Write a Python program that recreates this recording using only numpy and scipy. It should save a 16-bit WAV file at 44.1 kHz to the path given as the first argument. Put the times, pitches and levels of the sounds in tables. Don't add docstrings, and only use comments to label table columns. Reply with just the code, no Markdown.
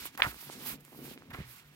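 import sys
import numpy as np
from scipy import signal
from scipy.fft import rfft, irfft, next_fast_len
from scipy.io import wavfile
from scipy.ndimage import uniform_filter1d

SR = 44100
rng = np.random.default_rng(int(sys.argv[2]) if len(sys.argv) > 2 else 0)


def store_wav(level_fs):
    pcm = np.round(np.clip(np.atleast_2d(level_fs), -1, 1) * 32767)
    wavfile.write(sys.argv[1], SR, pcm.T.astype(np.int16))


def how_loud(loudness_db):
    steps = np.asarray(loudness_db, float) / 20
    return 10 ** steps


N = 77175
RIGHT_LAG_S = 0.00016


def rms_one(x):
    return x / np.sqrt(np.mean(x ** 2) + 1e-20)


def at_hz(points, hz):
    table_hz, value = np.array(points).T
    return np.interp(np.log(hz), np.log(table_hz), value)


def in_time(rows, column=1, outside=None):
    rows = np.array(rows)
    return np.interp(np.arange(N) / SR, rows[:, 0], rows[:, column], outside, outside)


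def drift(rate_hz):
    settle = 20000
    r = np.exp(-2 * np.pi * rate_hz / SR)
    wander = signal.lfilter([1], [1, -2 * r, r * r], rng.standard_normal(N + settle))
    return rms_one(wander[settle:])


def resonate(x, hz, width_hz):
    r = np.exp(-np.pi * width_hz / SR)
    zeros = [(1 - r * r) / 2, 0, (r * r - 1) / 2]
    poles = [1, -2 * r * np.cos(2 * np.pi * hz / SR), r * r]
    return signal.lfilter(zeros, poles, x + 1e-18)


def grains(rate_hz, spread_db):
    size_db = spread_db * np.minimum(rng.exponential(1, (3, N)), 4.0)
    size = how_loud(size_db) * rng.choice([-1, 1], (3, N))
    return size * (rng.random((3, N)) < rate_hz / SR)


def coloured(x, spectrum, patchy_db, dull_db=0):
    size = next_fast_len(N)
    hz = np.maximum(np.arange(size // 2 + 1) * SR / size, 1)
    spec = rfft(x, size) * how_loud(at_hz(spectrum, hz))
    scale = np.sqrt(np.mean(irfft(spec, size) ** 2))
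    out = 0
    for band in range(15):
        mask = np.maximum(1 - np.abs(1.5 * np.log2(hz / 30) - band), 0)
        gain_db = patchy_db * drift(21) + dull_db * (band < 13)
        out = out + irfft(spec * mask, size)[:, :N] * how_loud(gain_db)
    return out / scale


def burst(out, s, shape):
    i, out = int(s * SR), out.copy()
    out[:, i:i + shape.shape[-1]] += shape[..., :N - i]
    return out


# (time [s], speed as hiss [dB], pad contact as duller rasp [dB])
STROKES = [
    [(0.0, -50, 2), (0.044, -53, 5.5), (0.06, -37.5, -8), (0.076, -59, 8), (0.112, -73, 5),
     (0.146, -65, 4.5), (0.168, -70, 14), (0.17, -53, 0)],
    [(0.18, -51.5, -8), (0.212, -53, 0.5), (0.22, -81, -7), (0.23, -46, 0), (0.24, -50, 3.5)],
    [(0.25, -51, 3.5), (0.312, -50.5, -1), (0.326, -59, 1.5), (0.38, -58.5, 0.5), (0.414, -49.5, -4.5),
     (0.496, -60.5, 5.5), (0.532, -58.5, 7.5), (0.56, -62, 6.5)],
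    [(0.57, -62, 6), (0.6, -58, 4), (0.682, -40, -4.5), (0.72, -45, -1.5), (0.756, -60.5, 4.5),
     (0.79, -87, -3)],
    [(0.8, -73, 2), (0.808, -65, 2), (0.824, -76, -9), (0.846, -68, 0.5), (1.016, -59, -3), (1.05, -54, -1),
     (1.138, -58, 2), (1.17, -79, 4)],
    [(1.18, -81, -2), (1.184, -78, 13), (1.296, -87, 0), (1.306, -62, -3), (1.326, -73, 3), (1.336, -61, 2),
     (1.44, -69.5, 5)],
    [(1.45, -66, 3.5), (1.516, -54.5, -4), (1.602, -66.5, 6.5), (1.638, -79.5, 6), (1.678, -70.5, 1.5),
     (1.712, -78.5, 3), (1.75, -72, 3)],
]
# (frequency [Hz], level per Hz [dB])
PAPER = [(290, -5), (500, -14.5), (855, -2), (1110, -0.5), (2290, 1.5), (4600, 0), (6700, -4.5), (14900, 1),
         (16000, -2)]


def slide():
    rows = sum(STROKES, [])
    rasp = coloured(grains(25000, 2.8), [(200, -62)] + PAPER, 1.5, in_time(rows, column=2))
    lift_db = in_time([(.158, 0), (.164, -30), (.1752, -30), (.1756, 0)])
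    return how_loud(in_time(rows) + lift_db + 5.5 + 0.65 * drift(60)) * rasp


# (time [s], level [dB], pitch centre [Hz])
FIRST_BEND = [
    [(.176, -41.5, 1600), (.192, -48.5, 1040), (.196, -35.5, 925), (.199, -35.5, 1060), (.203, -27.5, 1300),
     (.207, -35.5, 1110), (.212, -48, 1200), (.217, -52, 1300), (.2215, -33, 1310)],
    [(.224, -34, 2220), (.233, -29.5, 1830), (.242, -33.5, 1950), (.2465, -27.5, 1120), (.252, -36.5, 1540),
     (.264, -34.5, 1230), (.269, -38.5, 830), (.29, -49.5, 1620), (.33, -59, 1520)],
]
# (time [s], level [dB], pitch centre [Hz])
SECOND_BEND = [(1.303, -56, 2500), (1.312, -47, 1470), (1.328, -60, 1380), (1.339, -46, 2480),
               (1.349, -43, 1270), (1.357, -52.5, 1600), (1.42, -53.5, 2500), (1.46, -62.5, 2160),
               (1.66, -72, 2180)]


def crinkle(rows, spread_oct):
    modes = 20
    centre_hz = in_time(rows, column=2)
    clicks, dealt = grains(12000, 3.84), rng.integers(0, modes, N)
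    out = 0
    for k, hz in enumerate(np.geomspace(600, 6000, modes)):
        near = np.exp(-.5 * (np.log2(hz / centre_hz) / spread_oct) ** 2)
        ring = resonate(clicks * (dealt == k) * near, hz, .18 * hz)
        out = out + resonate(ring, hz, .6 * hz) / hz
    level = np.sqrt(uniform_filter1d(np.mean(out ** 2, 0), size=300) + 1e-18)
    return out / level * how_loud(in_time(rows, outside=-120) + 1.2 * drift(150))


# (crest time [s], peak [dB], frequency [Hz], swell centre after crest [s], width [cycles])
SNAP = [
    (.221383, -6.3, 2270, -.00011, .46),
    (.221481, 0.3, 2775, .000075, .48),
]
# (left delay [s], right delay [s], level [dB])
SNAP_ECHOES = [(.00097, .00117, -10), (.00136, .00172, -14), (.00224, .0021, -22), (.0028, .0028, -23),
               (.0036, .0033, -24)]


def snap():
    crack_hz, crack_db, echo_dulling = 7000, -39, .9
    out, t = np.zeros((2, N)), np.arange(N) / SR
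    for side, (s, db, hz, lean_s, width) in enumerate(SNAP):
        for *late_s, echo_db in [(0, 0, 0)] + SNAP_ECHOES:
            cycles = (t - s - late_s[side]) * hz * (echo_dulling if echo_db else 1)
            wave = np.cos(2 * np.pi * cycles)
            wave += how_loud(crack_db) * np.cos(2 * np.pi * cycles * crack_hz / hz)
            swell = np.exp(-.5 * ((cycles - lean_s * hz) / width) ** 2)
            out[side] += how_loud(db + echo_db) * wave * swell
    return out


KNOCK_T_S = np.arange(4000) / SR
KNOCK_U_S = np.maximum(KNOCK_T_S - np.array([[0], [RIGHT_LAG_S]]), 0)
# (time [s], paper tick [dB], tick pitch [Hz], board
# thud [dB])
TAPS = [(0.0556, -33.5, 1230, -44.5), (.151, -42, 1510, -46), (0.328, -49, 1300, -45.5),
        (0.344, -38, 1500, -64), (.428, -42.5, 1200, -51), (0.4938, -39, 1800, -46), (0.22, -33, 1010, -62),
        (.4988, -34, 850, -40), (.6605, -36, 1250, -56), (.8505, -52, 2000, -64), (.880, -49, 1100, -54),
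        (.921, -50, 600, -52), (.929, -46, 750, -46), (.948, -45, 900, -48), (.952, -52, 2800, -60),
        (.9895, -57, 800, -40), (1.054, -46, 900, -52), (1.0799, -47, 890, -41), (1.1766, -35.5, 2330, -46),
        (1.218, -49, 2200, -54), (1.2219, -41, 1300, -54), (1.234, -54, 1000, -62), (1.341, -43, 3000, -57),
        (1.314, -43, 1300, -47), (1.347, -27.5, 1500, -49), (1.385, -57, 1200, -45)]


def taps(out):
    u, tick_cycles = KNOCK_U_S, 3.5
    for s, db, hz, thud_db in TAPS:
        fade = np.exp(-6.9 * hz * u / tick_cycles) * (1 - np.exp(-6 * hz * u))
        ring = -1.5 * np.sin(2 * np.pi * hz * u) * fade
        thud_fade = np.exp(-u / 0.0036) * (1 - np.exp(-u / 0.0012))
        ring += how_loud(thud_db - db) * np.sin(2 * np.pi * 290 * u) * thud_fade
        out = burst(out, s, how_loud(db + 4.5 + np.array([[-1.5], [1.5]])) * ring)
    return out


# (time [s], peak [dB], frequency [Hz], length [cycles])
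THUMPS = [(0.054, -57, 60, 1.6), (0.193, -43, 51, 1.5), (.24, -36.5, 60, 1.8), (0.266, -28.5, 121, 2.3),
          (0.274, -44.5, 60, 6.8), (0.357, -46, 50.3, 0.81), (0.721, -47, 50, 2.2),
          (0.756, -40.5, 260, 2.2), (1.2872, -42, 170, 1.5), (1.298, -40, 170, 1.8), (1.305, -44, 70, 1.8),
          (1.337, -39.5, 60, 1.3), (1.387, -29, 123, 1.7), (1.403, -28, 173, 1.75), (1.414, -27, 95, 0.62),
          (1.441, -49, 124.4, 22), (1.469, -54, 65, 4), (1.21, -53, 133, 5.9), (1.331, -42, 136, 5.6),
          (1.3855, -44, 426, 1.4), (1.398, -42, 300, 1.8), (1.414, -45, 400, 1.7), (.81, -60, 55, 3),
          (.01, -49, 60, 2), (1.646, -59, 50.5, 2.5)]


def thumps(out):
    u = KNOCK_U_S
    for s, db, hz, cycles in THUMPS:
        ring = np.sin(2 * np.pi * hz * u) * np.exp(-6.9 * hz * u / cycles / 2.38)
        out = burst(out, s, how_loud(db) * ring * how_loud([[-1.5], [.6]]))
    return out


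# (time [s], level [dB], t60 [s])
FLICKS = [(0.1755, -38, 0.014), (0.8505, -47.5, 0.0054), (1.3053, -56.5, 0.017), (1.333, -55, 0.021),
          (1.338, -69, 0.017)]


def flicks(out):
    t = KNOCK_T_S
    for s, db, t60_s in FLICKS:
        own = np.diff(rng.standard_normal((2, len(t) + 1))) * 0.82
        hiss = own + rng.standard_normal(len(t))
        out = burst(out, s, how_loud(db - 60 * t / t60_s + np.array([[-2.5], [2.5]])) * hiss)
    return out


# (time [s], level [dB])
PRESS = [(0.0, -53), (0.062, -56), (0.112, -62.5), (0.282, -37.5), (0.31, -55), (0.364, -49.5),
         (0.388, -59.5), (0.502, -48.5), (0.52, -49.5), (0.7, -38.5), (0.866, -63), (0.984, -44),
         (1.246, -55), (1.408, -44), (1.446, -60), (1.496, -56), (1.578, -100), (1.75, -57)]
# (frequency [Hz], width [Hz], level [dB])
BOARDS = [(60, 11, 1), (139, 8.9, 9.5), (234, 72, 7.5), (270, 130, -11), (392, 57, -13)]


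def boards():
    push, shake = grains(900, 3.68), 0
    for hz, width_hz, db in BOARDS:
        mode = resonate(push, hz, width_hz)
        shake = shake + how_loud(db) * resonate(mode, hz, 5.94 * width_hz)
    return how_loud(in_time(PRESS) - 6.0 + 2.5 * drift(2.4)) * rms_one(shake)


# (time [s], level [dB])
HUM = [(0, -84), (.4, -80), (.46, -63), (.56, -73), (.7, -60), (.8, -58.5), (.88, -65.5), (.93, -83),
       (1.3, -77), (1.6, -82), (1.65, -62), (1.75, -68)]


def hum():
    motor_hz, waver_hz = 147, 1.5
    tone = np.sin(2 * np.pi * np.cumsum(motor_hz + waver_hz * drift(2.2)) / SR)
    return how_loud(in_time(HUM) + 2) * tone * np.ones((3, 1))


# (frequency [Hz], level per Hz [dB])
HUSH = [(18, -43), (30, -18), (141, -2), (303, -8.5), (540, -17), (2350, -14.5), (8980, -30), (14000, -31),
        (16000, -21)]


def hush():
    return how_loud(-61.5) * coloured(rng.standard_normal((3, N)), HUSH, 1.0)


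# (frequency [Hz], level [dB])
SHADOW = [(100, 0), (700, 1), (2400, -8), (5000, -1), (15000, -8.5)]
# (frequency [Hz], share [0-1])
DIRECT = [(40, 0), (100, 1), (600, 0.81), (1200, 0.99), (2400, 0.35), (6000, 0), (15000, 0.72)]


def ports(x):
    size = next_fast_len(N + 999)
    hz = np.maximum(np.arange(size // 2 + 1) * SR / size, 1)
    common, left, right = rfft(x, size)
    share = np.clip(at_hz(DIRECT, hz), 0, 1)
    shade = how_loud(at_hz(SHADOW, hz) / 2)
    common, own = np.sqrt(share) * common, np.sqrt(1 - share)
    left = shade * (common * np.exp(2j * np.pi * hz * RIGHT_LAG_S) + own * left)
    right = (common + own * right) / shade
    return irfft([left, right], size)[:, :N]


def scene():
    crinkles = crinkle(sum(FIRST_BEND, []), 0.67) + crinkle(SECOND_BEND, 0.75)
    textures = slide() + crinkles + boards() + hum() + hush()
    knocks = flicks(thumps(taps(np.zeros((2, N)))))
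    return ports(textures) + snap() + knocks


def low_pass(x):
    return signal.sosfilt(signal.butter(12, 16910, fs=SR, output="sos"), x)


def record(dry):
    x = signal.sosfilt(signal.butter(3, 42, "high", fs=SR, output="sos"), dry)
    x = signal.sosfilt(signal.cheby2(20, 60, 16330, fs=SR, output="sos"), x)
    return low_pass(x)


dry = scene()
out = record(dry)
store_wav(out)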